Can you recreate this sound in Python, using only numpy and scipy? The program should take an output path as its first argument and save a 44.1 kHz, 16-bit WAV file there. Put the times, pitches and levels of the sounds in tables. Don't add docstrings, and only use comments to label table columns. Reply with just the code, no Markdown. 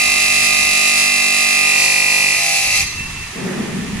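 import sys
import numpy as np
from scipy import signal
from scipy.fft import rfft, irfft
from scipy.io import wavfile

SR = 44100
rng = np.random.default_rng(int(sys.argv[2]) if len(sys.argv) > 2 else 0)


def store_wav(level_fs):
    pcm = np.round(np.clip(np.atleast_2d(level_fs), -1, 1) * 32767)
    wavfile.write(sys.argv[1], SR, pcm.T.astype(np.int16))


N = 176400
T = np.arange(N) / SR

# (time [s], rate [turns/s])
BLADE_SPEED = [(1.6, 48.94), (1.72, 49.13), (2.0, 49.35), (2.3, 49.46), (2.4, 49.62)]
# (time [s], level [dB])
GRIT_ENVELOPE = [(0, -23.5), (.75, -23.5), (1.3, -28.5), (1.7, -25.5), (1.8, -22.5), (1.95, -26),
                 (2.3, -23.5), (2.55, -20), (2.7, -24), (2.76, -17.5), (2.82, -21), (2.85, -28.5),
                 (3.0, -36.5), (3.3, -40.5), (4, -56)]
# (frequency [Hz], left-right correlation [-])
CORRELATION = [(120, .92), (200, .85), (400, .45), (700, .25), (1200, .55), (2400, .25), (4000, 0)]
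# (frequency [Hz], left over right [dB])
BALANCE = [(250, 0), (450, -3.5), (1200, -3), (2000, -5.5), (3250, -3.5), (5400, 1), (8200, 0), (10000, 14),
           (13000, 3)]
CUT_TURNS_PER_S, CUTOFF_HZ = BLADE_SPEED[0][1], 15000


def grinding(turns):
    # (start [s], end [s], fade-out [s], howl gain [dB], low buzz gain [dB],
    # high buzz gain [dB], unsteadiness [-])
    stages = [(-.5, 1.69, 0.36, 0.2, -1, 0, .15), (1.69, 2.36, 0.17, 0.5, 5, -1.5, 0.12),
              (2.36, 2.82, .08, -0.5, 1, -1, 0.41)]
    # (harmonic [-], level [dB], left over right [dB])
    howl_deep = [(4, -44, 0), (5, -40, 1), (8, -44, -10), (13, -39, -5), (15, -38, -3), (16, -39, -10),
                 (23, -40, -12), (25, -34, 0), (41, -34, 9), (42, -24, -8), (44, -33, 2), (48, -29, -2),
                 (49, -30, 3), (50, -25, -11), (52, -28, -1), (53, -22, -10), (55, -21, -7)]
    howl_edge = [(3, -46, 0), (4, -44, 0), (5, -45, 0), (8, -43, -7), (16, -39, -6), (25, -41, 1),
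                 (40, -29, -2), (41, -29, -1), (44, -33, 7), (45, -32, 0), (48, -27, -7), (49, -20, -6),
                 (50, -29, -6), (51, -26, -9), (52, -28, -11), (54, -23, 1), (55, -26, -9)]
    howl_exit = [(3, -47, 0), (25, -43, 0), (41, -33, -3), (44, -34, -3), (45, -32, -4), (47, -31, -4),
                 (48, -29, -4), (49, -30, -10), (50, -26, -14), (52, -30, -9), (53, -29, -13), (54, -22, 7)]
    overtone_sets = [
        [76, 77, 78, 81, 82, 90, 98, 99, 100, 102, 112, 118, 120, 125, 129, 150, 156, 202, 214],
        [85, 86, 90, 98, 99, 100, 101, 119, 122, 127],
        [81, 88, 98, 100, 114, 124, 134],
    ]
    overtone_levels = [-34.5, -35.5, -32.5]
    # (frequency [Hz], level per line [dB])
    buzz_spectrum = [(49, -61), (100, -53), (220, -47.5), (300, -63.5), (560, -48), (1100, -49.5),
                     (1550, -54), (2000, -36), (2280, -45), (2650, -34), (2850, -42.5), (3200, -47.5),
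                     (3850, -40), (4900, -41), (5400, -44), (6200, -42.5), (7000, -44.5), (7700, -39.5),
                     (8400, -50.5), (9300, -40.5), (10400, -42), (11800, -53.5), (15000, -61.5)]
    split_hz, scatter_db, buzz_wear = 1100, 2.5, .46
    harmonics = np.arange(1, int(CUTOFF_HZ / CUT_TURNS_PER_S))
    howls = (howl_deep, howl_edge, howl_exit)
    out, fade_in_s = 0, stages[0][2]
    for stage, howl_lines, overtones, overtone_db in zip(stages, howls, overtone_sets, overtone_levels):
        start_s, end_s, fade_out_s, howl_db, low_db, high_db, unsteady = stage
        loud, loud_db, pan_db = np.transpose(howl_lines)
        loud = loud.astype(int)
        rest = np.setdiff1d(harmonics, loud)
        hz = rest * CUT_TURNS_PER_S
        treble_db = high_db + scatter_db * rng.standard_normal(len(hz))
        buzz_db = at_hz(buzz_spectrum, hz) + np.where(hz < split_hz, low_db, treble_db)
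        buzz_db = np.where(np.isin(rest, overtones), overtone_db, buzz_db)
        buzz = worn_scrape(turns, rest, buzz_db, at_hz(BALANCE, hz), knock=.6, wear=buzz_wear + unsteady)
        howl = worn_scrape(turns, loud, loud_db + howl_db, pan_db, knock=2.2, wear=unsteady)
        rise = np.clip((T - start_s) / fade_in_s + .5, 0, 1)
        fall = np.clip((end_s - T) / fade_out_s + .5, 0, 1)
        out = out + np.sin(rise * fall * np.pi / 2) * (buzz + howl)
        fade_in_s = fade_out_s
    return out


def scrape(turns, harmonics, level_db, pan_db, knock=0, size=8192):
    dispersion_turns = .03
    delay_turns = np.cumsum(dispersion_turns * rng.standard_normal(size))
    strike = np.exp(-2j * np.pi * np.cumsum(delay_turns))[harmonics]
    profile = knock * strike + rfft(rng.standard_normal(size))[harmonics] / np.sqrt(size)
    side_walk = np.cumsum(dispersion_turns * rng.standard_normal(size))
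    leading_side = np.sign(np.sin(2 * np.pi * side_walk))[harmonics]
    correlation = np.clip(at_hz(CORRELATION, harmonics * CUT_TURNS_PER_S), -1, 1)
    gap_rad = leading_side * np.arccos(correlation)
    gains = pan_gains(pan_db)
    phase_rad = np.angle(profile) + gap_rad * gains[::-1] ** 2 * [[.5], [-.5]]
    lines = np.zeros((2, size // 2 + 1), complex)
    lines[:, harmonics] = from_db(level_db) * gains * np.exp(1j * phase_rad)
    one_turn = irfft(lines) * size / np.sqrt(2)
    angle_turns = np.arange(size + 1) / size
    return np.array([np.interp(turns % 1, angle_turns, np.append(side, side[0])) for side in one_turn])


def worn_scrape(turns, harmonics, level_db, pan_db, knock, wear):
    steady = scrape(turns, harmonics, level_db, pan_db, knock)
    changing = sum(drift(rate_hz=3.9) * scrape(turns, harmonics, level_db, pan_db) for _ in range(2))
    return (steady + wear * changing / np.sqrt(2)) / np.sqrt(1 + wear ** 2)


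def groan(turns):
    # (centre [s], half length [s], harmonic [-], level [dB])
    swells = [(2.46, .13, 14, -33.5), (2.51, .1, 13, -38), (2.53, .15, 16, -31), (2.6, .15, 15, -39),
              (2.71, .11, 12, -43), (2.8, .035, 16, -35)]
    out = 0
    for centre_s, half_s, harmonic, level_db in swells:
        tone = scrape(turns, np.array([harmonic]), level_db, at_hz(BALANCE, [harmonic * CUT_TURNS_PER_S]))
        out = out + np.exp(-((T - centre_s) / half_s) ** 2) * tone
    return out


def grit():
    # (frequency [Hz], relative density [dB])
    spectrum = [(100, -20), (450, -31), (1550, -26), (2000, -4), (2250, 7), (2650, 6), (3400, -2),
                (3900, 1.5), (6300, 3), (7800, 0), (8400, -4), (9800, 2.5), (11800, -8), (15000, -17)]
    rough_db = 2
    grains = from_db(rough_db * drift(rate_hz=350))
    return envelope(GRIT_ENVELOPE) * unit_rms(grains * hiss(spectrum, pan_scale=.39))


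def blade_ring():
    # (time [s], level [dB])
    note_level = [(0, -29.5), (2.3, -43), (2.66, -38), (2.8, -31), (2.87, -30.5), (2.93, -37), (3.0, -25.5),
                  (3.06, -28.5), (3.11, -38.5), (3.2, -30), (3.25, -32.5), (3.3, -47), (3.4, -37),
                  (3.55, -56)]
    # (frequency [Hz], half width [Hz], relative level [dB])
    steel_modes = [(1236, 14, -7.5), (2060, 45, 2), (2426, 32, 2.5), (3980, 48, -0.5), (4383, 22, 1),
                   (4873, 51, 0.5), (5630, 32, 0), (6080, 35, 0), (6350, 35, -2.5), (6620, 19, -4)]
    # (time [s], gain [dB])
    freed_gain = [(2.35, 0), (2.76, 6.5)]
    note_hz, waver_hz, rough_db = 2674, 9.3, 2
    modes_gain_db, decay_db_per_s = -7, 71
    hz = note_hz + waver_hz * drift(rate_hz=42)
    phase_rad = 2 * np.pi * np.cumsum(hz) / SR + [[0], [np.pi / 3]]
    note = np.sqrt(2) * np.sin(phase_rad) * pan_gains(pan_db=-3)[:, None]
    note_db = in_time(note_level) + rough_db * drift(rate_hz=80)
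    decay_db = decay_db_per_s * T
    held_db = np.maximum.accumulate(in_time(GRIT_ENVELOPE) + decay_db) - decay_db
    modes_db = modes_gain_db + in_time(freed_gain) + held_db
    return from_db(note_db) * note + from_db(modes_db) * resonant_noise(steel_modes)


def rumble():
    # (time [s], level [dB])
    body_level = [(3.32, -59), (3.37, -28.5), (3.45, -24), (3.55, -24), (3.6, -20), (3.65, -25), (3.8, -22),
                  (3.87, -26.5), (3.96, -24.5), (4, -31)]
    # (frequency [Hz], half width [Hz], relative level [dB])
    body_modes = [(202.4, 39, 7), (152, 33, -8.5), (245, 25, -8)]
    # (time [s], level [dB])
    rush_level = [(3.32, -50), (3.37, -31.5), (3.45, -27.5), (3.58, -26.5), (3.8, -32.5), (4, -39.5)]
    # (frequency [Hz], relative density [dB])
    rush_spectrum = [(150, -25), (300, -10), (370, 2), (445, -0.5), (520, -11), (750, -12.5), (1100, -16.5),
                     (2000, -14.5), (4000, -44)]
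    body = envelope(body_level) * resonant_noise(body_modes, pan_scale=.3)
    rush = envelope(rush_level) * hiss(rush_spectrum, pan_scale=.24)
    return body + rush


def spray():
    # (frequency [Hz], relative density [dB])
    spectrum = [(30, -14), (60, -4.5), (190, -7), (320, -4.5), (520, -14.5), (750, -4), (1200, 0),
                (1550, -7.5), (1850, 4.5), (2150, 0.5), (2550, 2.5), (3000, -2), (4500, -6.5), (7000, -6.5),
                (8400, -10.5), (9700, -8), (11800, -20.5), (15000, -28)]
    water_db, rough_db = -31, .46
    whine_hz, half_width_hz, whine_db = 1778, 9.8, -44.5
    water = from_db(water_db + rough_db * drift(rate_hz=200)) * hiss(spectrum, pan_scale=.83)
    whine = from_db(whine_db) * resonant_noise([(whine_hz, half_width_hz, 0)], pan_scale=.69)
    return water + whine


def buffeting():
    # (time [s], level [dB])
    level = [(0, -43), (.72, -39.5), (.84, -56), (1.98, -65), (2.04, -48), (2.58, -58), (2.64, -39),
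             (2.84, -32.5), (2.9, -40), (2.99, -28.5), (3.1, -34.5), (3.2, -32.5), (3.28, -39), (3.6, -62),
             (4, -26)]
    # (frequency [Hz], relative density [dB])
    spectrum = [(15, -3), (45, 0.5), (90, 2), (170, -2.5), (300, -11.5), (700, -41)]
    return envelope(level) * hiss(spectrum)


def hiss(spectrum, pan_scale=1):
    return stereo_noise(lambda hz: from_db(at_hz(spectrum, hz)), pan_scale)


def resonant_noise(modes, pan_scale=1):
    def gain_at(hz):
        return sum(from_db(db) / (1 + ((hz - mode_hz) / half_hz) ** 2) for mode_hz, half_hz, db in modes)
    return stereo_noise(gain_at, pan_scale)


def stereo_noise(gain_at, pan_scale):
    hz = np.arange(N // 2 + 1) * SR / N
    correlation = np.clip(at_hz(CORRELATION, hz), -1, 1)
    mid, side = rfft(rng.standard_normal((2, N)))
    left_right = np.sqrt(1 + correlation) * mid + np.sqrt(1 - correlation) * side * [[1], [-1]]
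    return unit_rms(irfft(left_right * gain_at(hz) * pan_gains(pan_scale * at_hz(BALANCE, hz)), N))


def drift(rate_hz):
    hz = np.arange(N + 1) * SR / (2 * N)
    white = rfft(rng.standard_normal(2 * N))
    return unit_rms(irfft(white / (1 + (hz / rate_hz) ** 2)))[:N]


def pan_gains(pan_db):
    gains = from_db(np.array([pan_db, -pan_db]) / 2)
    return gains / np.sqrt(np.mean(gains ** 2, axis=0))


def envelope(rows):
    return from_db(in_time(rows))


def in_time(rows):
    return np.interp(T, *np.transpose(rows))


def at_hz(rows, hz):
    row_hz, value = np.transpose(rows)
    return np.interp(np.log(np.maximum(hz, 1)), np.log(row_hz), value)


def from_db(db):
    return 10 ** (np.asarray(db) / 20)


def unit_rms(x):
    return x / np.sqrt(np.mean(x ** 2) + 1e-20)


def scene():
    turns = np.cumsum(in_time(BLADE_SPEED)) / SR
    return grinding(turns) + groan(turns) + grit() + blade_ring() + spray() + rumble() + buffeting()


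def record(dry):
    ceiling = .88
    rounded = dry / (1 + (dry / ceiling) ** 8) ** (1 / 8)
    return signal.sosfilt(signal.ellip(10, .1, 80, CUTOFF_HZ, fs=SR, output="sos"), rounded)


dry = scene()
out = record(dry)
store_wav(out)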